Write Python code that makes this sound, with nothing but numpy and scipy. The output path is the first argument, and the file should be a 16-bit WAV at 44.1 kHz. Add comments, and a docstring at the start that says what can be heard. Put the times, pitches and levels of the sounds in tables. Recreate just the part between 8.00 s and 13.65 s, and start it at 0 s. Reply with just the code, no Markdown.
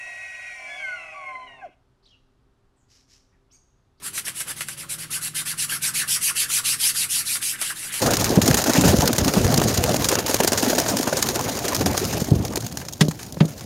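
"""Pigeons leaving a crate

Outdoors, pigeons burst out of a wooden crate and past a close microphone. Near wings clap, a slap of
feathers with a thud of squeezed air; wings farther off rustle, and the downwash buffets the microphone.
The flock thins out, then the crate is handled and knocked, and its panels ring."""
import sys
import numpy as np
from scipy import signal
from scipy.io import wavfile
from scipy.ndimage import uniform_filter1d

SR = 44100
rng = np.random.default_rng(int(sys.argv[2]) if len(sys.argv) > 2 else 0)


def wav_out(sig):
    """Save sig, one row per channel (or a flat mono array), as 16-bit PCM at SR to the path in sys.argv[1]."""
    wavfile.write(sys.argv[1], SR, np.round(np.clip(np.atleast_2d(sig).T, -1, 1) * 32767).astype(np.int16))


N = 249195

# how busy the flock is, heard as the rustle of feathers: (time [s], level [dB])
FLOCK_RUSTLE = [(0, -28), (.34, -25), (.39, -30.5), (.45, -24.5), (.6, -29.5), (.88, -26), (1.16, -28.5),
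                (1.42, -28.5), (2.05, -26.5), (2.2, -29.5), (3.76, -30), (4.03, -29), (4.36, -37.5),
                (4.95, -44.5), (5.65, -43.5)]
# spectrum of feathers brushing and slapping: (frequency [Hz], level per Hz [dB])
FEATHER_SPECTRUM = [(750, 2.5), (1200, -3), (1700, 0), (2100, -4.5), (3200, -4), (4200, 0), (5400, 1.5),
                    (6800, 2), (8000, 5), (11000, 2.5), (14800, 2.5), (16000, -18)]
# spectrum of air pushed by wings: (frequency [Hz], level per Hz [dB])
AIR_SPECTRUM = [(71, -56), (120, -22), (264, 4), (353, -5.5), (422, 3.5), (976, -8.5), (1710, -16),
                (2500, -17), (3250, -21.5), (5500, -120)]
# spectrum of wind on the microphone: (frequency [Hz], level per Hz [dB])
WIND_SPECTRUM = [(12, -53), (20, -14), (103, 4), (233, -2), (318, -4), (410, -16), (475, -13), (700, -12.5),
                 (910, -53), (1540, -120)]
# birds passing close to the microphone: (start [s], length [s], downwash level [dB])
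CLOSE_PASSES = [(0.01, 0.49, -26.5), (0.364, 0.17, -24.5), (0.465, 0.042, -26), (0.77, 0.27, -19),
                (1.18, 0.06, -19.5), (1.366, 0.28, -18.5), (1.772, 0.28, -28), (3.778, 0.14, -26),
                (4.047, 0.17, -28.5), (4.309, 0.32, -27.5)]
# single gusts and hollow pops of air on the microphone: (time [s], level [dB], pitch [Hz])
GUSTS = [(0.302, -12, 280), (0.373, -0.5, 178), (0.385, -2, 234), (0.452, -16, 150), (.466, -11, 274),
         (0.485, -5.5, 252), (0.502, -5.5, 130), (0.681, -8.5, 266), (.782, -5, 146), (0.853, -9, 168),
         (.871, -11, 149), (.886, -9, 138), (0.941, -5, 226), (0.986, -5.5, 101), (1.3722, -4.5, 193),
         (1.447, -6, 91), (1.62, -29, 184), (1.657, -8, 200), (2.631, -14, 262), (2.73, -12, 603),
         (2.916, -16.5, 294), (2.998, -11.5, 280), (3.126, -11, 577), (4.217, -11, 188),
         (4.284, -18.5, 272), (4.317, 1, 135), (4.327, -18, 322), (4.337, -7.5, 155), (4.358, -11.5, 108),
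         (4.385, -17, 138), (4.4, -10, 103), (4.573, -16.5, 376)]
# resonances of the wooden panels: (frequency [Hz], level [dB], time to fall 60 dB [s])
CRATE_MODES = [(152, 2.5, 0.06), (155, -11, 0.39), (213, 4.5, 0.038), (290, -13, 0.093), (432, -7.5, 0.029),
               (588, -8.5, 0.025), (1270, -37, .04)]
# knocks on the crate: (time [s], push level [dB], push length [s], crack level [dB],
# crack low-pass [Hz], crack decay [s], stretch of ring and rattle [factor])
CRATE_KNOCKS = [(5.0091, -7, 0.0016, -11.5, 6350, 0.0064, 2.06),
                (5.082, -4, 0.00078, -41, 1490, 0.0034, 0.3),
                (5.37, -15.5, 0.00073, -32, 900, 0.0024, 0.33),
                (5.4047, -4, 0.0028, -20.5, 2610, 0.0069, 1.62),
                (5.449, -13, 0.00058, -55, 1500, .004, 0.41)]
# ticks and scuffs as the crate is handled: (time [s], level [dB], relative body level [dB], decay [s])
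HANDLING_TICKS = [(4.4502, -9, 0.5, 0.005), (4.535, -18.5, 7, 0.0028), (4.557, -4.5, -3, 0.0038),
                  (4.570, -11, 8, 0.0016), (4.5745, -10, 2, 0.0035), (4.6046, -16, -14, 0.0064),
                  (4.665, -8.5, -4, 0.0033), (4.687, -24, 5, 0.0016), (4.7243, -17, -4, 0.0033),
                  (4.772, -7.5, 0.5, 0.0037), (4.8005, -22, 5, 0.006), (4.814, -21.5, 11, 0.0082),
                  (4.8504, -22, 6, 0.0056), (4.8851, -12, 2, 0.0046), (4.9252, -18, -15, 0.0059),
                  (4.934, -12, -13, 0.0028), (5.0835, -12.5, -27, 0.0068), (5.1108, -14, 5, 0.0051),
                  (5.1916, -25, 6.5, 0.041), (5.2316, -28, -16, 0.0031), (5.2634, -22, -12, 0.004),
                  (5.324, -14.5, -17, 0.0029), (5.4532, -18, -9, 0.0061), (5.6086, -24, 6, 0.0079)]
# wing claps close to the microphone: (time [s], slap level [dB], relative thud level [dB], decay [s])
WING_CLAPS = [(0.0178, -7.5, -6.5, 0.021), (0.061, -8.5, -4.5, 0.012), (0.106, -7.5, -9.5, 0.013),
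              (0.135, -4, -9, 0.0083), (0.169, -4, -33, 0.0028), (0.2433, -2, -40, 0.0062),
              (.416, -5, -16, 0.011), (0.456, -10, -32, 0.02), (0.478, -3, -9, 0.0043),
              (0.511, -4.5, -3.5, 0.0042), (0.543, -1, -11, 0.0066), (0.5697, -5, -15, 0.014),
              (0.585, -12.5, -4, 0.013), (0.616, -13, -25, 0.0049), (0.64, -5, -35, 0.0041),
              (0.6596, -10, -5.5, 0.026), (0.695, -7.5, -1, 0.0098), (0.7339, -3.5, -33, 0.0032),
              (0.749, -10, -4, 0.038), (0.8105, -4, -40, 0.0044), (0.836, -10, -2, 0.041),
              (0.8763, -11, -3.5, 0.031), (1.007, -7.5, -9, 0.0067), (1.0192, -6, -40, 0.0045),
              (1.057, -8, -10, 0.0026), (1.076, -0.5, -25, 0.0045), (1.1299, -3.5, -34, 0.0039),
              (1.1623, -10, -24, 0.0027), (1.182, 0, -15, 0.0062), (1.246, -7.5, -10, 0.0039),
              (1.2717, -14, -30, 0.0027), (1.279, -6.5, -2.5, 0.01), (1.337, -8, -0.5, 0.0036),
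              (1.36, -14.5, -4, 0.041), (1.4448, -10.5, -4, 0.0042), (1.466, -12, 0, 0.0032),
              (1.512, -14, -20, 0.012), (1.541, -3, -34, 0.0042), (1.576, -3.5, -27, 0.0057),
              (1.6159, -7.5, 0, 0.0049), (1.637, -7.5, -31, 0.0051), (1.684, -11, -22, 0.021),
              (1.741, -10, -58, 0.011), (1.839, -2, -24, 0.0018), (1.892, -12, -1, 0.0035),
              (1.912, -14.5, -6, 0.0086), (1.9427, -10, -2, 0.005), (2.043, -4, -29, 0.0091),
              (2.087, -1.5, -20, 0.0069), (2.124, -9.5, -6, 0.016), (2.154, -7, -4, 0.0024),
              (2.1867, -7, -7.5, 0.0091), (2.2626, -7.5, -50, 0.0039), (2.293, -9, -5, 0.015),
              (2.3119, -11.5, -19, 0.0021), (2.3429, -1.5, -6, 0.0043), (2.394, -19, -32, 0.0035),
              (2.4021, -3.5, 1.5, 0.005), (2.4342, -5, -19, 0.0069), (2.446, -8.5, -2, 0.0049),
              (2.4753, 0, -13, 0.0077), (2.52, -6, -5, 0.0061), (2.531, -6, -5, 0.0045),
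              (2.575, -4.5, -13.5, 0.013), (2.6247, -10.5, -5.5, 0.032), (2.663, -23.5, 11, 0.0059),
              (2.696, -9.5, -4.5, 0.019), (2.7487, -13, -6, 0.013), (2.7815, -3, -9.5, 0.011),
              (2.8, -5, -20, 0.0016), (2.861, -13.5, -3.5, 0.011), (2.887, -11.5, -7.5, 0.028),
              (2.9685, -4, -32, 0.0045), (2.987, -9, -14, 0.0074), (3.03, -8, -18, 0.0029),
              (3.072, -12.5, -1, 0.013), (3.13, -12.5, -3, 0.005), (3.169, -7.5, -14, 0.011),
              (3.1892, -16, -24, 0.0032), (3.226, -0.5, -31, 0.0047), (3.287, -7.5, -11, 0.0079),
              (3.355, -18, 0.5, 0.014), (3.3925, -13, -6, 0.0037), (3.59, -10.5, -32, 0.0019),
              (3.6503, -9.5, -29, 0.01), (3.681, -7, -12, 0.011), (3.732, -14, -8, 0.0018),
              (3.7466, -5, -19, 0.0075), (3.8091, -12, 0, 0.0077), (3.86, -7.5, -3.5, 0.011),
              (3.977, -4.5, -14, 0.0038), (4.051, -12, -22, 0.0022), (4.128, -19.5, -4, 0.023),
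              (4.2012, -15.5, -34, 0.015), (4.243, -17, -19, 0.0061)]

CREST_DB, THUD_CREST_DB = -10, -4   # from a peak to the rms of the noise under it
BODY_HZ, TREBLE_STEP_HZ, TREBLE_STEP_DB = 3000, 7400, -8.5   # top of the body; above this frequency the microphone hears the treble weaker by this gain


def from_db(db):
    """Gain of a level in dB."""
    return 10 ** (np.asarray(db) / 20)


def unit_rms(x):
    """The signal scaled to rms 1."""
    return x / np.sqrt(np.mean(x ** 2) + 1e-20)


def add(track, start_s, piece):
    """Mixes a piece into a track at a time."""
    i = round(start_s * SR)
    track[i:i + len(piece)] += piece[:N - i]


def butter(x, order, hz, kind="low"):
    """The signal through a Butterworth filter."""
    return signal.sosfilt(signal.butter(order, hz, kind, fs=SR, output="sos"), x)


def split(x, hz):
    """The parts below and above a frequency."""
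    return butter(x, 9, hz), butter(x, 9, hz, "high")


def drift(rate_hz):
    """A slow random wander of rms 1."""
    pole = np.exp(-2 * np.pi * rate_hz * 20 / SR)   # one step every 20 samples
    slow = signal.lfilter([1], [1, -2 * pole, pole * pole], rng.standard_normal(N // 20 + 2002))[2000:]
    return np.interp(np.arange(N) / 20, np.arange(len(slow)), unit_rms(slow))


def burst(db, rise_s, decay_s):
    """An envelope with a quick swell and an exponential fall, peaking at the given level."""
    t = np.arange(SR // 10) / SR
    shape = (1 - np.exp(-t / max(rise_s, 1e-4))) * np.exp(-t / max(decay_s, 5e-4))
    return from_db(db) * shape / shape.max()


def tails(clicks, decay_s):
    """Gives each click an exponential tail."""
    return signal.lfilter([1], [1, -np.exp(-1 / (decay_s * SR))], clicks + 1e-18)


def ring(clicks, hz, t60):
    """One resonance: each click starts a dying sine of its own height."""
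    r, w = from_db(-60 / (t60 * SR)), 2 * np.pi * hz / SR
    return signal.lfilter([0, np.sin(w)], [1, -2 * r * np.cos(w), r * r], clicks + 1e-18)


def band_noise(spectrum, flicker_db, rate_hz):
    """Third-octave bands of noise, each with its own level and flicker; rms 1 in all."""
    hz, db = np.transpose(spectrum)
    edges = hz[0] * 2 ** np.arange(0, np.log2(hz[-1] / hz[0]), 1 / 3)
    edges = np.append(edges, hz[-1])
    out, white = 0, rng.standard_normal((2, N))
    for k, (low, high) in enumerate(zip(edges, edges[1:])):
        band = butter(white[k % 2], 2, [low, high + 1], "band")
        level_db = np.interp(np.log(low * high) / 2, np.log(hz), db)
        out = out + band * from_db(level_db + flicker_db * drift(rate_hz))
    return unit_rms(out)


def outdoor_hiss():
    """A faint, steady treble hiss behind everything."""
    return from_db(-54.5) * butter(rng.standard_normal(N), 9, 2000, "high")


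def far_wings(flock_db, ticks_per_s=100):
    """Wings farther off: a hiss of feathers, fine dry ticks at random moments and a whoosh of air."""
    ticks = (rng.random(N) < ticks_per_s / SR) * rng.uniform(0.11, 2.2, N)
    flutter = 0.94 + tails(ticks, decay_s=0.0014)
    low, high = split(band_noise(FEATHER_SPECTRUM, flicker_db=1.5, rate_hz=30), TREBLE_STEP_HZ)
    whoosh_db = 1.5 + 0.21 * (flock_db - flock_db.max())   # fades faster than the feathers
    whoosh = from_db(whoosh_db + 3.26 * drift(22.5))
    whoosh *= band_noise(AIR_SPECTRUM, flicker_db=4.46, rate_hz=17.2)
    feathers = from_db(3.44 * drift(45)) * flutter * (low + from_db(TREBLE_STEP_DB) * high)
    return from_db(flock_db) * (feathers + whoosh)


def wind_on_mic(flock_db, breeze_db=-41.5, attack_s=0.0033, release_s=0.085, fade_db_per_s=36):
    """Lumpy turbulence on the microphone: a light breeze, stirred air and each close bird's downwash."""
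    t = np.arange(N) / SR
    strength = from_db(breeze_db) + from_db(flock_db - 7.5)   # the flock stirs the air
    for start, length, db in CLOSE_PASSES:
        age = np.maximum(t - start, 0)
        rise = np.minimum(age / attack_s, 1)
        release = np.exp(-np.maximum(age - length, 0) / release_s)
        strength += from_db(db - fade_db_per_s * age) * rise * release   # strongest at its front
    return strength * from_db(2.6 * drift(30.3)) * band_noise(WIND_SPECTRUM, flicker_db=0.53, rate_hz=9.2)


def gusts():
    """Single eddies hit the microphone and ring for a few low cycles."""
    out, t = np.zeros(N), np.arange(SR // 10) / SR
    for start, db, hz in GUSTS:
        phase = 2 * np.pi * hz * t * (1.1 - 11 * t)   # the eddy slows as it passes
        sharp_front = 0.35 * np.sin(2.435 * phase) * np.exp(-t / 0.11)
        t60 = 0.015 + 1.1 / hz   # lower gusts last longer
        add(out, start, -burst(db, 0.0074, t60 / np.log(1000)) * (np.sin(phase) + sharp_front))
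    return out


def crate_knocks(rattle_db=-30, rattle_s=0.016, damp_s=0.03):
    """A knock is a soft push that rings the wooden panels, under a short crack of wood on wood."""
    out, t = np.zeros(N), np.arange(N) / SR
    grits = rng.standard_normal((len(CRATE_KNOCKS), SR // 10))
    wobbles = [from_db(1.6 * drift(18)) for _ in CRATE_MODES]   # loose slats make the ring uneven
    next_touches = [knock[0] for knock in CRATE_KNOCKS[1:]] + [N / SR]
    for knock, grit, next_touch in zip(CRATE_KNOCKS, grits, next_touches):
        start, db, push_s, crack_db, crack_hz, crack_decay, stretch = knock
        push, pulse = np.zeros(N), np.hanning(int(push_s * SR) + 3)
        add(push, start, from_db(db) * pulse / pulse.sum())
        jolts = butter(grit[::-1], 9, 284, "high")   # struck slats keep jolting the smaller panels
        add(push, start, burst(db + rattle_db, push_s, rattle_s * stretch) * jolts)
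        crack = burst(crack_db, 0.0053, crack_decay) * unit_rms(butter(grit, 2, crack_hz))
        add(out, start - 0.0015, crack)
        damping = np.exp(-np.maximum(t - next_touch, 0) / damp_s)   # the lid's next touch stills the ring
        for k, (hz, mode_db, t60) in enumerate(CRATE_MODES):
            polarity = (-1) ** (k // 2)
            out += ring(push, hz, stretch * t60) * from_db(mode_db) * polarity * wobbles[k] * damping
    return butter(out, 2, 95, "high")   # small panels give no deep bass


def handling_ticks():
    """Light ticks and scuffs of the crate being handled, as envelopes for body, slap and sizzle bands."""
    body, slap, sizzle = np.zeros((3, N))
    for start, db, body_db, decay in HANDLING_TICKS:
        add(body, start, burst(db + CREST_DB + body_db, 0.0003, decay))
        add(slap, start, burst(db + CREST_DB, 0.00029, decay))
        add(sizzle, start, burst(db + CREST_DB, 0.00012, decay))
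    return np.array([body, slap, sizzle])


def crackling_noise(envelopes, snaps_per_s=300):
    """Fills body, slap and sizzle envelopes with feather noise, out of which single quills snap."""
    body, slap, sizzle = envelopes
    snapping = rng.random(N) < snaps_per_s / SR
    snap_db = 2.5 + 3.5 * np.minimum(rng.exponential(1, N), 3)
    crackle = 1 + tails(snapping * from_db(snap_db), decay_s=0.000093)
    below_sizzle, high = split(band_noise(FEATHER_SPECTRUM, flicker_db=1.2, rate_hz=40), TREBLE_STEP_HZ)
    low, middle = split(below_sizzle, BODY_HZ)
    return crackle * (body * low + slap * middle + from_db(TREBLE_STEP_DB) * sizzle * high)


def wing_thuds():
    """Air squeezed out between clapping wings gives a dull thud."""
    envelope = np.zeros(N)
    for start, db, thud_db, decay in WING_CLAPS:
        add(envelope, start, burst(db + thud_db + THUD_CREST_DB, 0.00065, 0.95 * decay))
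    air = band_noise(AIR_SPECTRUM, flicker_db=1, rate_hz=25)
    air /= np.sqrt(uniform_filter1d(air ** 2, size=400) + 0.2)   # evened out, so each clap gets its share
    presence = butter(butter(air, 9, 935, "high"), 9, 2550)   # close claps are brighter than the whoosh
    return envelope * (air + from_db(-3.5) * presence)


def wing_slaps(spread_s=0.00067, swell_s=0.22, crack_within_s=0.0027):
    """Feathers slap one after another and the stiffest quill cracks: three band envelopes, and cracks."""
    slap, sizzle, cracks = np.zeros((3, N))
    quill_click = np.array([0.84, -0.89, -0.5, 0.5])
    for start, db, _, decay in WING_CLAPS:
        rise = spread_s + decay ** 2 / swell_s   # slow strokes swell longer
        add(slap, start, burst(db + CREST_DB, rise, decay))
        add(sizzle, start, burst(db + CREST_DB - 0.5, rise, decay))
        contact_db = db - 800 * decay   # the first contact snaps, less so in slow strokes
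        add(slap, start, burst(contact_db + CREST_DB, 0.00024, 0.00092))
        add(sizzle, start, burst(contact_db + CREST_DB, 0.000092, 0.00062))
        add(cracks, start + rng.random() * crack_within_s, from_db(contact_db - 1) * quill_click)
    return np.array([slap, slap, sizzle]), cracks   # the body follows the slap


def scene():
    """Everything as it reaches one microphone close to the crate."""
    flock_db = np.interp(np.arange(N) / SR, *np.transpose(FLOCK_RUSTLE))
    hiss = outdoor_hiss()
    slap_envelopes, cracks = wing_slaps()
    close = wing_thuds() + cracks + crackling_noise(slap_envelopes + handling_ticks())
    return (hiss + far_wings(flock_db) + wind_on_mic(flock_db) + gusts() + crate_knocks() + close)[None]


def record(dry, ceiling=1.1, cutoff_hz=15800):
    """The microphone drops the deep bass and colours the treble; peaks are rounded and the top is cut."""
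    mic = butter(dry, 3, 48, "high")
    for hz, width_hz, db in ((6730, 930, 2.67), (7770, 1160, -8)):
        band = signal.lfilter(*signal.iirpeak(hz, hz / width_hz, fs=SR), mic)
        mic = mic + (from_db(db) - 1) * band
    rounded = ceiling * np.tanh(mic / ceiling)
    return signal.sosfilt(signal.ellip(12, 0.5, 70, cutoff_hz, fs=SR, output="sos"), rounded)


dry = scene()
out = record(dry)
wav_out(out)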